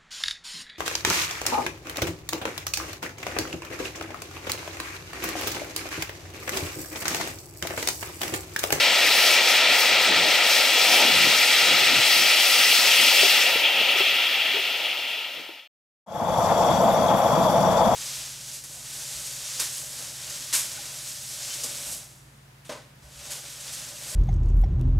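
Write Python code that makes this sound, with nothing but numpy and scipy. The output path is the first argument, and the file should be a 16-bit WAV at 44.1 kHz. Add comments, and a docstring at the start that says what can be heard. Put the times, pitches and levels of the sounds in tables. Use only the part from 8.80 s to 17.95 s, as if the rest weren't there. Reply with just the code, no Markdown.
"""A paved yard, heard from just above a small furnace into which a gas torch fires: hiss, roar and wind.
The open torch is turbulent noise coloured by the flame and bowl; a lid goes on and dulls the hiss.
Dull thumps, damped low resonances, fall mostly on the left. The sound is faded out to silence; then the
closed furnace is faded in from closer by: a deep roar of chamber modes, with hiss at each side and
faint whistles, narrow resonances driven by noise, mostly on the left."""
import sys
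import numpy as np
from scipy import signal
from scipy.fft import rfft, irfft, next_fast_len
from scipy.io import wavfile

SR = 44100
rng = np.random.default_rng(int(sys.argv[2]) if len(sys.argv) > 2 else 0)


def store_pcm(level_fs):
    """Save levels as 16-bit WAV."""
    pcm = np.round(np.clip(level_fs, -1, 1) * 32767).astype(np.int16)
    wavfile.write(sys.argv[1], SR, np.atleast_2d(pcm).T)


N = 403515

# Every spectrum is a relative noise density: frequency_hz, density_db.
# Every list of resonances (peaks above 0 dB, dips below): centre_hz, width_hz, height_db.
# Every stereo image: frequency_hz, left_right_likeness (0-1), left_minus_right_db, left_lead_samples.

# Stereo image of the flame and its jet
JET_IMAGE = [(400, 0.96, 1, 0.085), (605, 0.92, 0.5, .5), (3000, 0.91, 2, 0.37), (5970, .8, 2.5, 0.65),
             (8975, 0.04, -2, 1), (13500, 0.3, 6.5, .8)]
# Stereo image of the bright hisses
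SIZZLE_IMAGE = [(4000, 0.76, 3.4, 1), (8020, 1, 2, .9), (12000, .5, 5, 0.78), (15500, 0.37, 11, 1.2)]
# Stereo image of wind and rumble
WIND_IMAGE = [(50, 0.27, 0.23, 0.0063), (150, 0.28, 0.37, 0.0059), (400, 0.28, 2, 0)]
# Resonances and dips of the bowl in which the jet rings
JET_RINGS = [(1130, 70, -16), (1343, 380, 4), (1474, 23, -19), (1664, 110, -0.5), (2113, 56, -6),
             (2350, 80, 2.5), (2800, 150, 1), (3004, 80, -9.5), (3284, 250, -2), (3738, 110, -13),
             (3790, 130, 6), (13570, 1500, 3)]
# Slow state of the flame before flare and lid: time_s, roar_db, jet_db, gathered_band_db
FLAME = [(0, -31, -18.5, -50), (1.4, -29, -19, -42.5), (2.0, -30.5, -20, -25), (3.0, -31.5, -18.5, -29.5),
         (3.5, -33.5, -20, -24.5), (4.5, -32.5, -20, -22.5), (5.1, -33.5, -19.5, -25),
         (5.3, -36.5, -20, -25), (6.8, -34, -20.5, -28)]


def from_db(db):
    """Decibel law: amplitude gain of a level in dB."""
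    return 10 ** (np.asarray(db) / 20)


def rms_one(x):
    """Normalization of mean power: scale to unit rms."""
    return x / np.sqrt(np.mean(x ** 2) + 1e-20)


def ramp(start_s, end_s):
    """Linear transition: 0 up to the start, 1 from the end on."""
    return np.clip((np.arange(N) / SR - start_s) / (end_s - start_s), 0, 1)


def bump(centre_s, width_s):
    """Gaussian swell of height 1, fallen to 1/e at width_s from its centre."""
    return np.exp(-((np.arange(N) / SR - centre_s) / width_s) ** 2)


def in_time(rows):
    """Linear interpolation in time: columns of a curve table, one value a sample."""
    time_s, *columns = np.transpose(rows)
    return [np.interp(np.arange(N) / SR, time_s, column) for column in columns]


def at_hz(rows, hz):
    """Interpolation along log frequency: columns of a frequency table."""
    table_hz, *columns = np.transpose(rows)
    return [np.interp(np.log(hz), np.log(table_hz), column) for column in columns]


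def drift(rate):
    """Low-passed noise of unit rms: a slow fluctuation from two equal poles with corner at rate Hz."""
    step = 40   # samples between the computed points
    r = np.exp(-2 * np.pi * rate * step / SR)
    white = rng.standard_normal(N // step + 2002)
    slow = signal.lfilter([1], [1, -2 * r, r * r], white)[2000:]   # without the settling of the filter
    return np.interp(np.arange(N) / step, np.arange(len(slow)), rms_one(slow))


def turbulence(spectrum, rings, image, shared_db, own_db, rate, count=1):
    """Coloured stereo noise of mid rms 1, its count bands an octave flickering together and alone."""
    size = next_fast_len(N)
    hz = np.maximum(np.arange(size // 2 + 1) * SR / size, 1)
    lowest_hz, highest_hz = spectrum[0][0], spectrum[-1][0]

    colour_db, = at_hz(spectrum, hz)
    for centre_hz, width_hz, height_db in rings:
        colour_db = colour_db + height_db / (1 + (2 * (hz - centre_hz) / width_hz) ** 2)
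    colour = from_db(colour_db) * (hz > lowest_hz) * (hz < highest_hz)

    # A common and an opposed noise together set the likeness of the sides
    alike, balance_db, lead = at_hz(image, hz)
    alike = np.clip(alike, 0, 1)
    common, apart = rfft(rng.standard_normal((2, size)))
    sides = np.array([[1], [-1]])
    pair = np.sqrt(1 + alike) * common + sides * np.sqrt(1 - alike) * apart
    lead_phase = np.exp(1j * np.pi * sides * lead * hz / SR)
    pair = pair * colour * from_db(sides * balance_db / 2) * lead_phase

    band_position = count * np.log2(hz)
    first, last = int(count * np.log2(lowest_hz)), int(count * np.log2(highest_hz)) + 1
    together = drift(rate)
    out = 0
    for k in range(first, last + 1):
        slope = np.clip(1 - abs(band_position - k), 0, 1)   # overlapping slopes add up to one
        band = irfft(pair * slope, size)[:, :N]
        out = out + band * from_db(shared_db * together + own_db * drift(rate))
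    return out / np.sqrt(np.mean(out.mean(axis=0) ** 2))


def far_rumble():
    """Low-frequency broadband noise: a faint, steady far rumble."""
    rumble_spectrum = [(15, -1.5), (40, -4), (100, 4.5), (200, -3.5)]
    return from_db(-67.5) * turbulence(rumble_spectrum, [], WIND_IMAGE, shared_db=-1.5, own_db=3.5, rate=6.7)


def wind():
    """Turbulent pressure fluctuation: low noise, nearly unlike at the two sides, swelling in gusts."""
    wind_spectrum = [(20, -28), (50, -38), (100, -12.5), (200, -4), (350, -3), (500, -4.5), (800, -35)]
    # Gusts over the breeze: centre_s, level_db, width_s
    gust_rows = [(.09, -48, 0.23), (.55, -52.5, 0.17), (.9, -46.5, 0.044), (1.17, -42.5, .08),
                 (1.32, -38, 0.047), (1.426, -36.5, 0.095), (2.15, -49.5, 0.24), (2.453, -39.5, 0.19),
                 (2.884, -40, .06), (3.03, -42, .1), (3.15, -40, 0.1), (3.41, -42, 0.043),
                 (3.848, -48, .08), (4.093, -48, .1), (4.218, -41, 0.03), (4.964, -51, .06),
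                 (6.602, -38, .03)]
    strength = from_db(-55)   # the steady breeze
    for centre_s, level_db, width_s in gust_rows:
        strength = strength + from_db(level_db) * bump(centre_s, width_s)
    return strength * turbulence(wind_spectrum, [], WIND_IMAGE, shared_db=1.2, own_db=4.0, rate=9.3)


def thumps():
    """Damped oscillation: a soft push rings one low resonance under a rough puff, mostly on the left."""
    # Thumps, level before onset, decay and the gains of the sides: start_s, level_db, pitch_hz
    thump_rows = [(4.209, -44, 479), (4.428, -23.5, 402), (4.449, -28, 416), (4.751, -30, 460),
                  (5.009, -31, 460), (5.157, -34, 380), (5.201, -24, 388), (5.74, -31, 400),
                  (5.765, -30.5, 420), (5.789, -35, 380), (6.688, -42.5, 335)]
    decay_60db_s, onset_s = 0.081, 0.0032
    out = np.zeros(N)
    age = np.arange(SR // 4) / SR
    rough_band = signal.butter(2, [300, 900], "band", fs=SR, output="sos")
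    for start_s, level_db, pitch_hz in thump_rows:
        puff = rng.standard_normal(len(age))
        puff = signal.sosfilt(rough_band, puff)
        puff = rms_one(puff)
        envelope = from_db(level_db - 60 * age / decay_60db_s) * (1 - np.exp(-age / onset_s))
        start = round(start_s * SR)
        out[start:start + len(age)] += envelope * (np.sin(2 * np.pi * pitch_hz * age) + 0.66 * puff)
    return out * from_db([[9], [-3]])   # left, right


def whistles():
    """Resonance driven by noise: narrow tones swell each on its own, faint on the right, and surge once."""
    # Whistles, rms level before swelling and the gains of the sides: centre_hz, width_hz, level_db
    whistle_rows = [(3337, 25, -45), (3530, 110, -44), (4620, 110, -50.5), (5740, 29, -49), (5700, 36, -64),
                    (6360, 48, -51), (7330, 180, -49)]
    out = 0
    for centre_hz, width_hz, level_db in whistle_rows:
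        r = np.exp(-np.pi * width_hz / SR)
        poles = [1, -2 * r * np.cos(2 * np.pi * centre_hz / SR), r * r]
        tone = signal.lfilter([1, 0, -1], poles, rng.standard_normal(N))
        out = out + from_db(level_db + 1.1 * drift(9.1)) * rms_one(tone)
    surge_db = 2.5 * bump(7.92, 0.11)
    return out * from_db([[5], [-9]]) * from_db(surge_db)   # left, right


def closed_hiss():
    """Uncorrelated noise: each side hears a steady hiss of its own."""
    left_spectrum = [(1500, -17), (2700, -18), (4000, -12), (5200, -4), (7500, -9), (8600, -14.5),
                     (12000, -20), (16500, -26)]
    right_spectrum = [(1500, -5), (2700, -18), (3400, -3), (4200, -13), (8200, -13), (9200, -3),
                      (12500, -1.5), (16500, -18)]
    # Dip common to both hisses
    dip_rows = [(8900, 330, -2)]
    same = [(1000, 1, 0, 0)]   # image with no difference between the sides
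    left = turbulence(left_spectrum, dip_rows, same, shared_db=-1.5, own_db=2.2, rate=19)[0]
    right = turbulence(right_spectrum, dip_rows, same, shared_db=-1.0, own_db=1.5, rate=15)[1]
    left_db, right_db = -46.5 + 8.5, -46.5 + 7
    return np.array([from_db(left_db) * left, from_db(right_db) * right])


def chamber_roar():
    """Cavity resonance: turbulent noise booms through the modes of the closed chamber."""
    deep_spectrum = [(12, -57), (20, -27.5), (160, -5), (235, -5.5), (290, -9.5), (337, -11.5),
                     (391, -17.5), (494, -5), (637, -3.5), (995, -6), (1660, -24), (2880, -32.5),
                     (3200, -31), (4160, -58), (7040, -120)]
    # Modes and dips of the chamber
    chamber_rows = [(176, 26, 2), (295, 33, -9.5), (334, 50, 3), (391, 27, -7), (673, 150, 5.5),
                    (754, 12, -10), (852, 56, 4)]
    # Stereo image of the boom
    deep_image = [(25, .4, -6, -1), (60, 0.56, -4, -3), (128, 1, -1, 25), (340, 0.88, 0.5, 17),
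                  (460, 1, 5, -3), (700, 1, 1, -2.5), (1000, 0.82, 5.5, 3), (1500, 0.98, 4, -6),
                  (2500, 0.53, 2, -2.5)]
    return from_db(-18) * turbulence(deep_spectrum, chamber_rows, deep_image,
                                     shared_db=-0.8, own_db=1.53, rate=26)


def closed_furnace():
    """Superposition of the chamber's roar, the hiss at each side and the whistles."""
    return chamber_roar() + closed_hiss() + whistles()


def lid():
    """Closing aperture: 0 open to 1 shut, the gap closing slowly at first; the lid tips open once."""
    closing = ramp(4.4, 4.86) ** 2
    tip = 0.39 * bump(5.195, 0.019)
    return closing * (1 - tip)


def flare():
    """Transient of combustion: the flame flares up over a quarter second and drops back at once."""
    rise_s, end_s, fall_s = 0.25, 2.25, 0.015
    return ramp(end_s - rise_s, end_s) * (1 - ramp(end_s, end_s + fall_s))


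def treble():
    """Amplitude modulation: flickering level of the top hiss in dB, without the lid."""
    # Level of the top hiss: time_s, level_db
    treble_rows = [(0, -37.5), (.09, -42.5), (.35, -31.5), (.54, -32.5), (.6, -41.5), (.71, -33),
                   (.86, -47), (1.0, -32), (1.17, -47), (1.23, -35), (1.32, -51), (1.53, -36.5),
                   (1.62, -43), (1.71, -32), (1.92, -37.5), (2.16, -29.5), (2.24, -35), (2.8, -34.5),
                   (2.93, -39.5), (3.01, -36), (3.13, -39.5), (3.34, -28.5), (3.47, -34), (3.72, -29.5),
                   (4.5, -31)]
    return in_time(treble_rows)[0]


def air(bright_db, shut):
    """Partial modulation: an airy band at the very top half follows the treble and leaks past the lid."""
    air_spectrum = [(11500, -16), (12800, -1.5), (13500, 2), (14500, -3), (15200, -11), (16000, -14.5)]
    level_db = -40.5 + 0.46 * bright_db - 5 * shut
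    return from_db(level_db) * turbulence(air_spectrum, [], SIZZLE_IMAGE,
                                          shared_db=0.7, own_db=0.6, rate=10, count=3)


def top_hiss(top_db, shut):
    """High-frequency jet noise: the top hiss flickers in full and is shut in by the lid."""
    top_spectrum = [(7500, -12), (9500, 1.5), (10000, 0.5), (13000, 3), (15000, -3.5), (16500, 2.5)]
    # Dips in the top hiss
    top_rings = [(13440, 400, -2), (14300, 260, -0.5), (14800, 200, -0.5)]
    level_db = top_db - 12.5 * shut
    return from_db(level_db) * turbulence(top_spectrum, top_rings, SIZZLE_IMAGE,
                                          shared_db=0.5, own_db=1.5, rate=14, count=3)


def sizzle(bright_db, shut):
    """Noise through resonances: a bright sizzle partly follows the treble and is shut in by the lid."""
    sizzle_spectrum = [(1940, -40), (3300, -3.5), (3740, -11.5), (4440, -4), (5440, -3.5), (6410, -10.5),
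                       (7720, -11), (9500, -20), (12400, -45), (20900, -120)]
    # Resonances and dips of the sizzle
    sizzle_rings = [(3710, 130, -12.5), (3970, 91, 9), (4560, 100, 3.5), (4620, 46, -7.5), (5600, 80, -0.5),
                    (5950, 80, 1.5), (6300, 150, 0.5), (7800, 100, -7), (7770, 120, 8), (8630, 150, 4.5),
                    (9120, 500, 5)]
    level_db = -24.5 + 0.44 * bright_db - 16 * shut
    return from_db(level_db) * turbulence(sizzle_spectrum, sizzle_rings, SIZZLE_IMAGE,
                                          shared_db=-0.24, own_db=1.38, rate=19, count=2)


def gathered_band(focus_db, shut):
    """Selective resonance: the jet gathers into one band of the bowl, which the lid strengthens."""
    focus_spectrum = [(2000, -13), (2400, -7), (2700, 0.5), (3300, 2), (3600, -6), (3900, -20)]
    level_db = focus_db + 3 * shut
    return from_db(level_db) * turbulence(focus_spectrum, JET_RINGS, JET_IMAGE,
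                                          shared_db=1.35, own_db=-1.95, rate=15)


def jet(jet_db, bright_db, flaring, shut):
    """Jet mixing noise ringing in the bowl: yields slightly as the treble rises, and to the lid."""
    jet_spectrum = [(590, -52.5), (1000, -23), (1140, -12), (1330, -10.5), (1640, -14.5), (1930, -4),
                    (2850, -3.5), (3310, -3.5), (3760, -5.5), (6540, -23.5), (11400, -38.5), (13400, -35.5),
                    (15700, -34)]
    level_db = jet_db - 0.05 * bright_db + 2 * flaring - 4 * shut
    return from_db(level_db) * turbulence(jet_spectrum, JET_RINGS, JET_IMAGE,
                                          shared_db=0.45, own_db=0.72, rate=17)


def flame_roar(roar_db, flaring, shut):
    """Combustion noise: the low roar of the flame swells with the flare and barely heeds the lid."""
    roar_spectrum = [(150, -31), (250, -12.5), (400, -9), (550, -1), (900, -2.5), (1050, -10), (1200, -37)]
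    level_db = roar_db + 7.5 * flaring - 0.5 * shut
    return from_db(level_db) * turbulence(roar_spectrum, [], JET_IMAGE, shared_db=0.4, own_db=1.4, rate=31)


def torch():
    """Superposition of roar, jet and hisses, coupled by one flame, one flare, one treble and one lid."""
    roar_db, jet_db, focus_db = in_time(FLAME)
    top_db, shut, flaring = treble(), lid(), flare()
    bright_db = top_db + 35   # above the usual treble of -35 dB
    low = flame_roar(roar_db, flaring, shut) + jet(jet_db, bright_db, flaring, shut)
    high = sizzle(bright_db, shut) + top_hiss(top_db, shut) + air(bright_db, shut)
    return low + gathered_band(focus_db, shut) + high


def scene():
    """Superposition under a fader: open torch in its yard, then closed furnace; thumps bypass the fader."""
    t = np.arange(N) / SR
    fade_out = (1 - ramp(5.3, 6.91)) * (t < 6.875)   # the last whisper is cut
    fade_in = ramp(7.262, 7.7) ** 0.92
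    open_view = far_rumble() + wind() + torch()
    view = np.where(t < 7.05, open_view, closed_furnace())
    return (fade_out + fade_in) * view + thumps()


def record(dry):
    """Soft saturation rounds the peaks; a steep elliptic low-pass cuts the top."""
    rounded = 1.08 * np.tanh(dry / 1.116)
    low_pass = signal.ellip(12, 0.3, 65, 15740, fs=SR, output="sos")   # ripple dB, stop dB, cutoff Hz
    return signal.sosfilt(low_pass, rounded)


dry = scene()
out = record(dry)
store_pcm(out)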